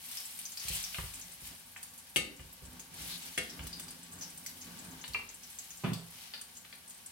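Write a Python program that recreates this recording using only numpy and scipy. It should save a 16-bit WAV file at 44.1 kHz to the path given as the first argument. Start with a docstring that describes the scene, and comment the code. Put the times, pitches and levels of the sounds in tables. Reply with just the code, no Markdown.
"""Banana pieces fry in a little oil, in a pan on a glass hob in a small tiled kitchen.
From the start tiny bubbles sizzle and droplets spit; the oil flares as a piece is laid in or turned.
Soon the pan rocks on the hob, and tongs clack and push the pieces about with a low rub.
The pan is knocked and rings just after 2 s, and again past 3 s. Near 6 s something bumps the
kitchen unit with a dull thump, and a few last clacks sound over the sizzle."""
import sys
import numpy as np
from scipy import signal
from scipy.fft import rfft, irfft, next_fast_len
from scipy.io import wavfile

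SR = 44100
rng = np.random.default_rng(int(sys.argv[2]) if len(sys.argv) > 2 else 0)


def inscribe(sig):
    """Save sig as 16-bit PCM at rate SR to the path in sys.argv[1].

    A 1-D sig is mono; a 2-D sig holds one channel per row.
    Samples are clipped to [-1, 1] before scaling.
    """
    pcm = np.round(np.clip(np.atleast_2d(sig).T, -1, 1) * 32767)
    wavfile.write(sys.argv[1], SR, pcm.astype(np.int16))


N = 313551

# how alike left and right are in the room: f/Hz, correlation
STEREO_LIKENESS = [(60, 0.93), (160, 1), (290, 0.37), (640, 0.63), (1400, 0.028), (15000, 0.09)]


def sizzle():
    """Wet fruit hisses and oil fizzes: crackle over smooth steam, more bubbles in a livelier pan."""
    # tone of the hiss and of the fizz: f/Hz, level/dB
    hiss_eq = [(300, -46), (700, -8.5), (1100, -8.5), (1750, -5), (2250, 0), (2700, -1.5), (3020, 1.5),
               (3300, -1.5), (4400, -1.5), (6000, -2.5), (8000, -10), (15000, -34)]
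    fizz_eq = [(2000, -31), (5000, -27), (7000, -5), (8700, 3.5), (10500, 2), (13000, 1), (16000, -4)]
    hiss_db, fizz_db = flaring()
    bubbles_per_s = 2500 * from_db(np.minimum(fizz_db - np.median(fizz_db), 12))
    hiss = crackle(bubbles_per_s, spread_db=3.5) + from_db(9.5) * diffuse(N) / np.sqrt(2)
    hiss = coloured(hiss, hiss_eq) * from_db(hiss_db + 0.75 + 1.1 * drift(13.6))
    fizz = crackle(bubbles_per_s, spread_db=5.0) + from_db(8.0) * diffuse(N) / np.sqrt(2)
    fizz = coloured(fizz, fizz_eq) * from_db(fizz_db + 1.47 + drift(38.0))
    return hiss + fizz


def flaring(calm_db=-60.0):
    """A wet face meets hot oil: the sizzle swells, then dies back. Returns hiss and fizz envelopes in dB."""
    # flares: crest t/s, hiss level/dB, fizz above hiss/dB, rise/s, fade/s
    flares = [(0.16, -52, 4.5, 0.21, 0.9), (0.69, -46.5, -1.5, 0.11, 0.37), (0.76, -50, 8, 0.072, 0.035),
              (1.001, -52.5, 3, 0.13, 0.16), (1.471, -52, 1, 0.076, 0.07), (3.1, -47.5, -1, 0.2, 0.29),
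              (3.84, -59, -3, 1, 0.32), (4.35, -61, 4, 0.25, 0.69), (4.72, -57, -3.5, 0.3, 0.65),
              (5.56, -59.5, 4, 0.19, 0.78), (6.24, -53.5, -3.5, 0.17, 0.12)]
    t = np.arange(N) / SR
    hiss = fizz = from_db(calm_db) ** 2
    for s, db, fizz_above_db, rise_s, fade_s in flares:
        swell = np.sin(np.pi / 2 * np.clip(1 + (t - s) / rise_s, 0, 1))
        fade = np.exp(-np.maximum(t - s, 0) / fade_s)
        power = (from_db(db) * swell * fade) ** 2
        hiss = hiss + power
        fizz = fizz + power * from_db(fizz_above_db) ** 2
    return 10 * np.log10(hiss), 10 * np.log10(fizz)


def crackle(per_s, spread_db):
    """Tiny bubbles burst at random, a few large among many small, each ringing a few cycles."""
    pitches = np.geomspace(3300, 15000, 12)
    at = np.flatnonzero(rng.random(N) < per_s / SR)
    sizes = from_db(spread_db * np.minimum(rng.exponential(1, N)[at], 5))
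    sizes *= rng.choice([-1, 1], N)[at]
    lags = rng.integers(-6, 13, len(pitches))   # each pitch comes from its own spot in the pan
    out = np.zeros((2, N))
    for k, (hz, lag) in enumerate(zip(pitches, lags)):
        clicks = np.full(N, 1e-18)
        clicks[at] += sizes * (at % len(pitches) == k)
        pings = signal.lfilter(*signal.iirpeak(hz, 3.0, fs=SR), clicks) / np.sqrt(hz)
        out += [np.roll(pings, lag), pings]
    return rms_one(out)


def spits(crack_gain_db=3.5, jet_gain_db=1.5):
    """A droplet bursts with a crack and a jet of steam; the larger it is, the more abruptly."""
    # the loudest droplets: t/s, level/dB, f/Hz, relative crack level/dB
    droplets = [(0.1134, -43.5, 8650, 5), (0.1713, -28.5, 5050, -11), (0.39, -32, 10100, -7),
                (0.453, -31, 6050, -14), (0.5726, -30, 4970, -9), (0.598, -36, 5700, -10),
                (0.6834, -25.5, 8000, -1.5), (0.8395, -25.5, 5630, -13), (1.1382, -39.5, 8300, -3),
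                (1.2117, -39, 6450, -21), (1.829, -35.5, 9700, -3.5), (1.9775, -41, 10400, -25),
                (2.5264, -43, 12500, -22), (2.795, -42, 6860, 1), (3.496, -38, 5450, -13),
                (3.6687, -44, 9100, 9), (3.7292, -31, 4730, -27), (3.7962, -39.5, 9110, 3),
                (3.881, -42.5, 5060, 0.5), (3.906, -38.5, 10300, -16), (4.132, -44, 8300, -12),
                (4.2103, -36.5, 6130, -5.5), (4.222, -34, 5960, -11), (4.2345, -39.5, 5800, -10),
                (4.3744, -40, 8900, -24), (4.462, -36, 6100, 2.5), (4.612, -41.5, 6170, -15),
                (4.789, -42, 7560, -16), (5.078, -41, 9700, 0), (5.135, -35, 4360, -7),
                (5.2895, -41.5, 6800, -22), (5.3418, -41.5, 9200, -27), (5.4325, -43.5, 5950, -8),
                (5.5866, -32, 7100, -10), (5.7046, -41.5, 6650, -3), (5.933, -37.5, 4730, 1.5),
                (6.4128, -37.5, 9260, -4), (6.569, -41.5, 7040, -11), (6.9064, -51.5, 7200, 6.5),
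                (7.0596, -37.5, 8500, -22)]
    out = np.zeros(N)
    for s, db, hz, crack_db in droplets:
        shortening = .5 ** (max(db + 40, 0) / 7)   # half as long for each 7 dB above a usual droplet
        crack = from_db(crack_db + crack_gain_db) * crest_one(cut(burst(0.0024), 1940, "high"))
        steam = from_db(jet_gain_db) * jet(hz, shortening)
        add(out, s, from_db(db) * (steam + crack))
    return out


def small_spits(low_hz=6500, high_hz=12000, count=75):
    """Smaller droplets go off at random, higher in pitch, and harder when the oil is lively."""
    out = np.zeros(N)
    _, fizz_db = flaring()
    lively_db = 0.55 * (fizz_db - np.median(fizz_db))
    for when, size, pitch in rng.random((count, 3)):
        db = -49.5 + 8.5 * size + lively_db[int(when * N)]
        hz = low_hz * (high_hz / low_hz) ** pitch
        add(out, when * N / SR, from_db(db) * jet(hz))
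    return out


def jet(hz, shortening=1.0):
    """Steam escaping from a burst droplet sings briefly at the pitch of the cavity."""
    decay_s = 0.0051 * shortening
    steam = cut(burst(decay_s), band_edges(hz, width=0.16), "band", order=1)
    steam = cut(steam, [hz / 2.64, hz * 1.4], "band")
    return steam / np.sqrt(np.sum(steam ** 2) / (decay_s * SR / 2)) / 2


def spurts():
    """Steam trapped under a turned piece swells and fades in a narrow hiss."""
    # steam escapes: t/s, level/dB, f/Hz, length/s
    escapes = [(0.66, -46, 2900, .15), (3.06, -44.5, 4000, .15)]
    out = np.zeros((2, N))
    for s, db, hz, length in escapes:
        size = int(length * SR)
        steam = cut(rng.standard_normal((2, size)), band_edges(hz, width=0.29), "band")
        add(out, s, from_db(db) * rms_one(steam) * np.hanning(size))
    return out


def tongs(ring_t60=0.052, clack_gain_db=-5.5, ring_gain_db=3.5):
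    """The tongs clack and ring on two modes; the clack rolls off steeply above the upper one."""
    # clacks: t/s, level/dB, upper mode f/Hz, relative ring level/dB
    clacks = [(0.944, -25.5, 3750, -28), (0.984, -27, 2770, -40), (1.762, -33, 3020, -31),
              (2.394, -43, 2880, -11), (3.592, -32.5, 3240, -28), (5.040, -30, 4420, -13),
              (5.1456, -23, 2725, -5.5), (6.337, -27, 4710, -17), (6.648, -40, 4000, -26),
              (6.726, -34, 4430, -26)]
    out = np.zeros(N)
    for s, db, hz, ring_db in clacks:
        clack = cut(burst(0.0038), hz * 1.06, "low", order=10)
        clack = cut(clack, hz * 0.59, "high", order=1)
        ring = struck([(hz, 0, ring_t60), (hz * 0.86, -6, ring_t60)])[0]
        add(out, s, from_db(db + clack_gain_db) * crest_one(clack))
        add(out, s, from_db(db + ring_db + ring_gain_db) * ring)
    return out


def pan_knocks(ring_gain_db=-4.0, crack_gain_db=-2.0):
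    """A knock gives a hollow, bright crack and a ring; the second knock is duller and dies sooner."""
    # two contacts per knock: t/s, level/dB, low-pass f/Hz, damping time/s, pan-floor clonk level/dB
    contacts = [(2.1600, -15.5, 15000, 0.64, -25), (2.165, -23.5, 12000, 0.7, -16),
                (3.3767, -20, 6450, 0.22, 1.5), (3.3836, -31.5, 14000, 0.075, 2)]
    # modes of the pan: f/Hz, level/dB, t60/s
    pan_modes = [(158, -8.5, 0.19), (313, -10.5, 0.1), (365, -7.5, 0.24), (444, -12.5, 0.093),
                 (506, -6, 0.42), (1240, -10, 0.32), (1796, -14, 0.35), (2003, -2, 0.43), (2196, 1.5, 0.23),
                 (2196, -10, 0.53), (2620, -5, 0.38), (2770, 2, 0.35), (2920, 0, 0.12), (3235, -1, 0.14),
                 (3230, -3, 0.17), (3390, 9, 0.04), (3410, -10, 0.11), (4080, -14, 0.47), (4530, -8.5, 0.4),
                 (6100, -6.5, 0.26), (7040, -8, 0.33), (7795, -15, 0.1), (8560, -18, 0.26),
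                 (8931, -16, 0.29)]
    cracks, rings = np.zeros(N), np.zeros((2, N))
    for s, db, bright_hz, damping_s, clonk_db in contacts:
        ring = cut(struck(pan_modes), bright_hz, "low", order=1)
        damping = np.exp(-np.arange(ring.shape[1]) / SR / damping_s)   # the resting tongs damp the pan
        add(rings, s, from_db(db + ring_gain_db) * ring * damping)
        noise = burst(.0036)
        snap = 0.37 * cut(noise, 2100, "high", order=1)
        rim = 2.2 * cut(noise, [2700, 3700], "band", order=1)
        rim += 1.2 * cut(noise, [7800, 10500], "band", order=1)
        body = 1.18 * cut(noise, [150, 800], "band")
        clonk = from_db(clonk_db) * cut(noise, [1600, 2400], "band")
        crack = cut(snap + rim + body + clonk, bright_hz, "low", order=1)
        add(cracks, s, from_db(db + crack_gain_db) * crest_one(crack))
    return cracks, rings


def pan_rocking(gain_db=4.5, tip_back_s=0.051, tip_loss_db=6.0):
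    """The pan settles, tips back once more softly, and sets hob and worktop booming."""
    # the pan touches down: t/s, level/dB
    thuds = [(0.649, -47), (0.703, -41), (0.985, -36), (1.421, -50), (2.166, -46), (2.394, -43.5),
             (2.622, -44.5), (3.003, -47.5), (3.379, -49), (3.592, -41), (5.087, -46.5)]
    # modes of hob and worktop: f/Hz, level/dB, t60/s
    hob_modes = [(46, -7, 0.97), (65.2, 8, 0.28), (93.2, -0.5, 0.41), (122, 2, 0.082), (147.8, 2, 0.19),
                 (179.2, -7.5, 0.74), (246.5, -14, 0.24), (388, -5.5, 0.14), (526.5, -6.5, 0.15)]
    out = np.zeros((2, N))
    for s, db in thuds:
        add(out, s, from_db(db + gain_db) * struck(hob_modes))
        add(out, s + tip_back_s, from_db(db + gain_db - tip_loss_db) * struck(hob_modes))
    return out


def bump(boom_gain_db=6.5, scuff_gain_db=-2.0):
    """A cluster of soft contacts booms the kitchen unit; their scuffs fade through the cluster."""
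    # contacts: t/s, level/dB
    contacts = [(5.837, -32.5), (5.845, -29), (5.863, -30), (5.880, -33), (5.904, -33), (5.919, -34.5)]
    # modes of the unit: f/Hz, level/dB, t60/s
    unit_modes = [(96.5, -8, 0.14), (119, -2, 0.19), (144.3, -6.5, 0.22), (169, -6.5, 0.46),
                  (190, -5, 0.15), (249, -9, 0.19), (349, -11.5, 0.1)]
    # tone of a scuff: f/Hz, level/dB
    scuff_eq = [(40, -39), (100, 8), (300, -5.5), (750, -3), (1200, -1.5), (1800, -8.5), (2700, -5),
                (3700, -11.5), (5000, -22), (12000, -41)]
    boom, scuffs = np.zeros((2, N)), np.zeros(N)
    for s, db in contacts:
        add(boom, s, from_db(db + boom_gain_db) * struck(unit_modes))
        fade = np.exp(-(s - contacts[0][0]) / 0.055)
        scuff = crest_one(coloured(burst(0.012), scuff_eq))
        add(scuffs, s, from_db(db + scuff_gain_db) * fade * scuff)
    return cut(boom, 120, "high", order=4), scuffs


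def pushing(rub_gain_db=-2.5, hum_gain_db=2.0, rest_rumble_db=-65.5, rest_rub_db=-65):
    """The tongs push pieces over the pan: rumble, rub and hum swell over a steady bed of room tone."""
    # strokes: middle t/s, level/dB, length/s
    strokes = [(1.237, -65.5, 0.48), (1.513, -60.5, 0.16), (2.74, -59.5, 0.42), (3.043, -56.5, 0.48),
               (3.272, -60.5, 0.21), (3.59, -56, 0.33), (3.848, -58, 0.72), (4.196, -56.5, 0.34),
               (4.49, -62, 0.74), (4.702, -59.5, 0.23), (4.893, -55, 0.51), (5.208, -65, 0.7)]
    # tone of the rumble and of the rub: f/Hz, level/dB
    rumble_eq = [(30, -9), (52, -3.5), (95, 1), (125, -10.5), (155, -1.5), (172, 3.5), (192, -3), (225, -2),
                 (246, 2.5), (268, -3), (300, -10), (350, -26.5), (600, -22)]
    rub_eq = [(200, -5), (330, -12.5), (385, 1.5), (440, -11), (508, 0.5), (600, -6.5), (790, 1), (850, -2),
              (920, 4.5), (1030, -8.5), (1136, 3.5), (1250, -8), (1600, 1), (2500, -18.5)]
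    # resonances of the pushed pan: f/Hz, bandwidth/Hz, relative level/dB
    hum_bands = [(172, 11, -3.5), (249.6, 17.4, -6.5)]
    t = np.arange(N) / SR
    effort = sum(from_db(db) * np.cos(np.pi * np.clip((t - s) / length, -.5, .5)) ** 2
                 for s, db, length in strokes)
    noise, friction = diffuse(N), rng.standard_normal(N)
    rumble = np.hypot(from_db(rest_rumble_db), effort) * coloured(noise, rumble_eq)
    rub = np.hypot(from_db(rest_rub_db), effort * from_db(rub_gain_db)) * coloured(noise[:, ::-1], rub_eq)
    hum = 0
    for hz, width, db in hum_bands:
        band = cut(friction, [hz - width / 2, hz + width / 2], "band", order=1)
        hum += from_db(db + hum_gain_db) * rms_one(band)
    return rumble + rub + effort * hum


def kitchen(early_db=2.0, early_s=0.0096, tail_db=2.5):
    """Stereo response: direct sound, close reflections off hob and tiles, and a tail dying by band."""
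    # reverb time of the kitchen: f/Hz, t60/s
    reverb_times = [(150, 0.94), (700, 0.47), (2500, 0.39), (6000, 0.37), (14000, 0.089)]
    t = np.arange(SR // 2) / SR
    noise, centres = diffuse(len(t)), np.geomspace(250, 16000, 7)
    tail = 0
    for hz, pick in zip(centres, np.eye(len(centres))):
        band = shaped(noise, lambda f: at_hz(np.c_[centres, pick], f))
        tail += band * np.exp(-np.log(1000) * t / at_hz(reverb_times, hz))
    early = diffuse(len(t)) * np.exp(-t / early_s)
    response = (from_db(tail_db) * rms_one(tail) + from_db(early_db) * rms_one(early)) / np.sqrt(len(t))
    response[[0, 1], [2, 0]] += 1   # the direct sound arrives on the right first
    return response


def struck(modes):
    """One blow on a body: each mode rings at a slightly random strength, with its own phase per side."""
    t = np.arange(SR * 2 // 5) / SR
    hz, db, t60 = np.transpose(modes)[:, :, None]
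    strength = from_db(db + rng.standard_normal(hz.shape)) * rng.choice([-1, 1], hz.shape)
    spread = np.arccos(at_hz(STEREO_LIKENESS, hz)) / 2 * rng.choice([-1, 1], hz.shape)
    phase = 2 * np.pi * hz * t
    envelope = strength * np.exp(-np.log(1000) * t / t60)
    mid = np.sum(envelope * np.cos(spread) * np.sin(phase), axis=0)
    side = np.sum(envelope * np.sin(spread) * np.cos(phase), axis=0)
    return np.array([mid + side, mid - side]) / (2 * np.sqrt(np.sum(from_db(2 * db)) / 2))


def burst(decay_s):
    """Noise with an instant attack and an exponential decay."""
    t = np.arange(SR // 10) / SR
    return rng.standard_normal(len(t)) * np.exp(-t / decay_s)


def diffuse(size):
    """Stereo noise from all sides: narrow in the bass, wide in the treble."""
    mid, side = rng.standard_normal((2, size))
    mid = shaped(mid, lambda hz: np.sqrt(1 + at_hz(STEREO_LIKENESS, hz)))
    side = shaped(side, lambda hz: np.sqrt(1 - at_hz(STEREO_LIKENESS, hz)))
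    return np.array([mid + side, mid - side])


def drift(rate_hz, hop=40):
    """Smooth random modulation with rms 1."""
    pole = np.exp(-2 * np.pi * rate_hz * hop / SR)
    noise = rng.standard_normal(N // hop + 2002)
    slow = signal.lfilter([1], [1, -2 * pole, pole * pole], noise)[2000:]
    return np.interp(np.arange(N) / hop, np.arange(len(slow)), rms_one(slow))


def coloured(x, eq):
    """Apply an EQ curve and scale to rms 1."""
    return rms_one(shaped(x, lambda hz: from_db(at_hz(eq, hz))))


def shaped(x, gain_at):
    """Filter by a gain that is a function of frequency."""
    size = next_fast_len(x.shape[-1] + 2048, True)
    hz = np.arange(size // 2 + 1) * SR / size
    return irfft(rfft(x, size) * gain_at(hz), size)[..., :x.shape[-1]]


def cut(x, hz, kind, order=2):
    """Butterworth filter."""
    return signal.sosfilt(signal.butter(order, hz, kind, fs=SR, output="sos"), x)


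def band_edges(hz, width):
    """Edges of a band of relative width around a pitch."""
    return [hz / (1 + width / 2), hz * (1 + width / 2)]


def at_hz(points, hz):
    """Read a curve on a log-frequency axis."""
    f, value = np.transpose(points)
    return np.interp(np.log(np.maximum(hz, 1)), np.log(f), value)


def from_db(db):
    """Decibels to gain."""
    return 10 ** (np.asarray(db) / 20)


def rms_one(x):
    """Scale to unit power."""
    return x / np.sqrt(np.mean(x ** 2) + 1e-20)


def crest_one(x):
    """Scale a burst to a typical peak of 1: three times the rms of its first 4 ms."""
    return x / (3 * np.sqrt(np.mean(x[:SR // 250] ** 2)) + 1e-20)


def add(track, s, sound):
    """Mix a sound into a track at s seconds."""
    at = round(s * SR)
    track[..., at:at + sound.shape[-1]] += sound[..., :max(0, N - at)]


def scene():
    """Spits, clacks, cracks and scuffs bounce off the tiles; sizzle, pan ring and low end stay direct."""
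    room = kitchen()
    boom, scuffs = bump()
    cracks, rings = pan_knocks()
    transients = spits() + small_spits() + tongs() + cracks + scuffs
    in_room = signal.fftconvolve(transients[None], room, axes=1)[:, :N]
    return sizzle() + spurts() + in_room + rings + pan_rocking() + boom + pushing()


def record(dry):
    """The two microphones differ in colour; the deep bass and the very top are cut."""
    # stereo balance: f/Hz, left minus right level/dB
    balance = [(60, -1), (110, -1), (200, -3.5), (380, 0.5), (700, -1.0), (1290, 2.5), (2380, 2.5),
               (4400, 3), (8120, 1), (15000, 1)]
    sides = shaped(dry, lambda hz: from_db(at_hz(balance, hz) / 2 * np.array([[1], [-1]])))
    top_cut = signal.ellip(12, .1, 80, 15950, fs=SR, output="sos")
    return signal.sosfilt(top_cut, cut(sides, 36, "high", order=4))


dry = scene()
out = record(dry)
inscribe(out)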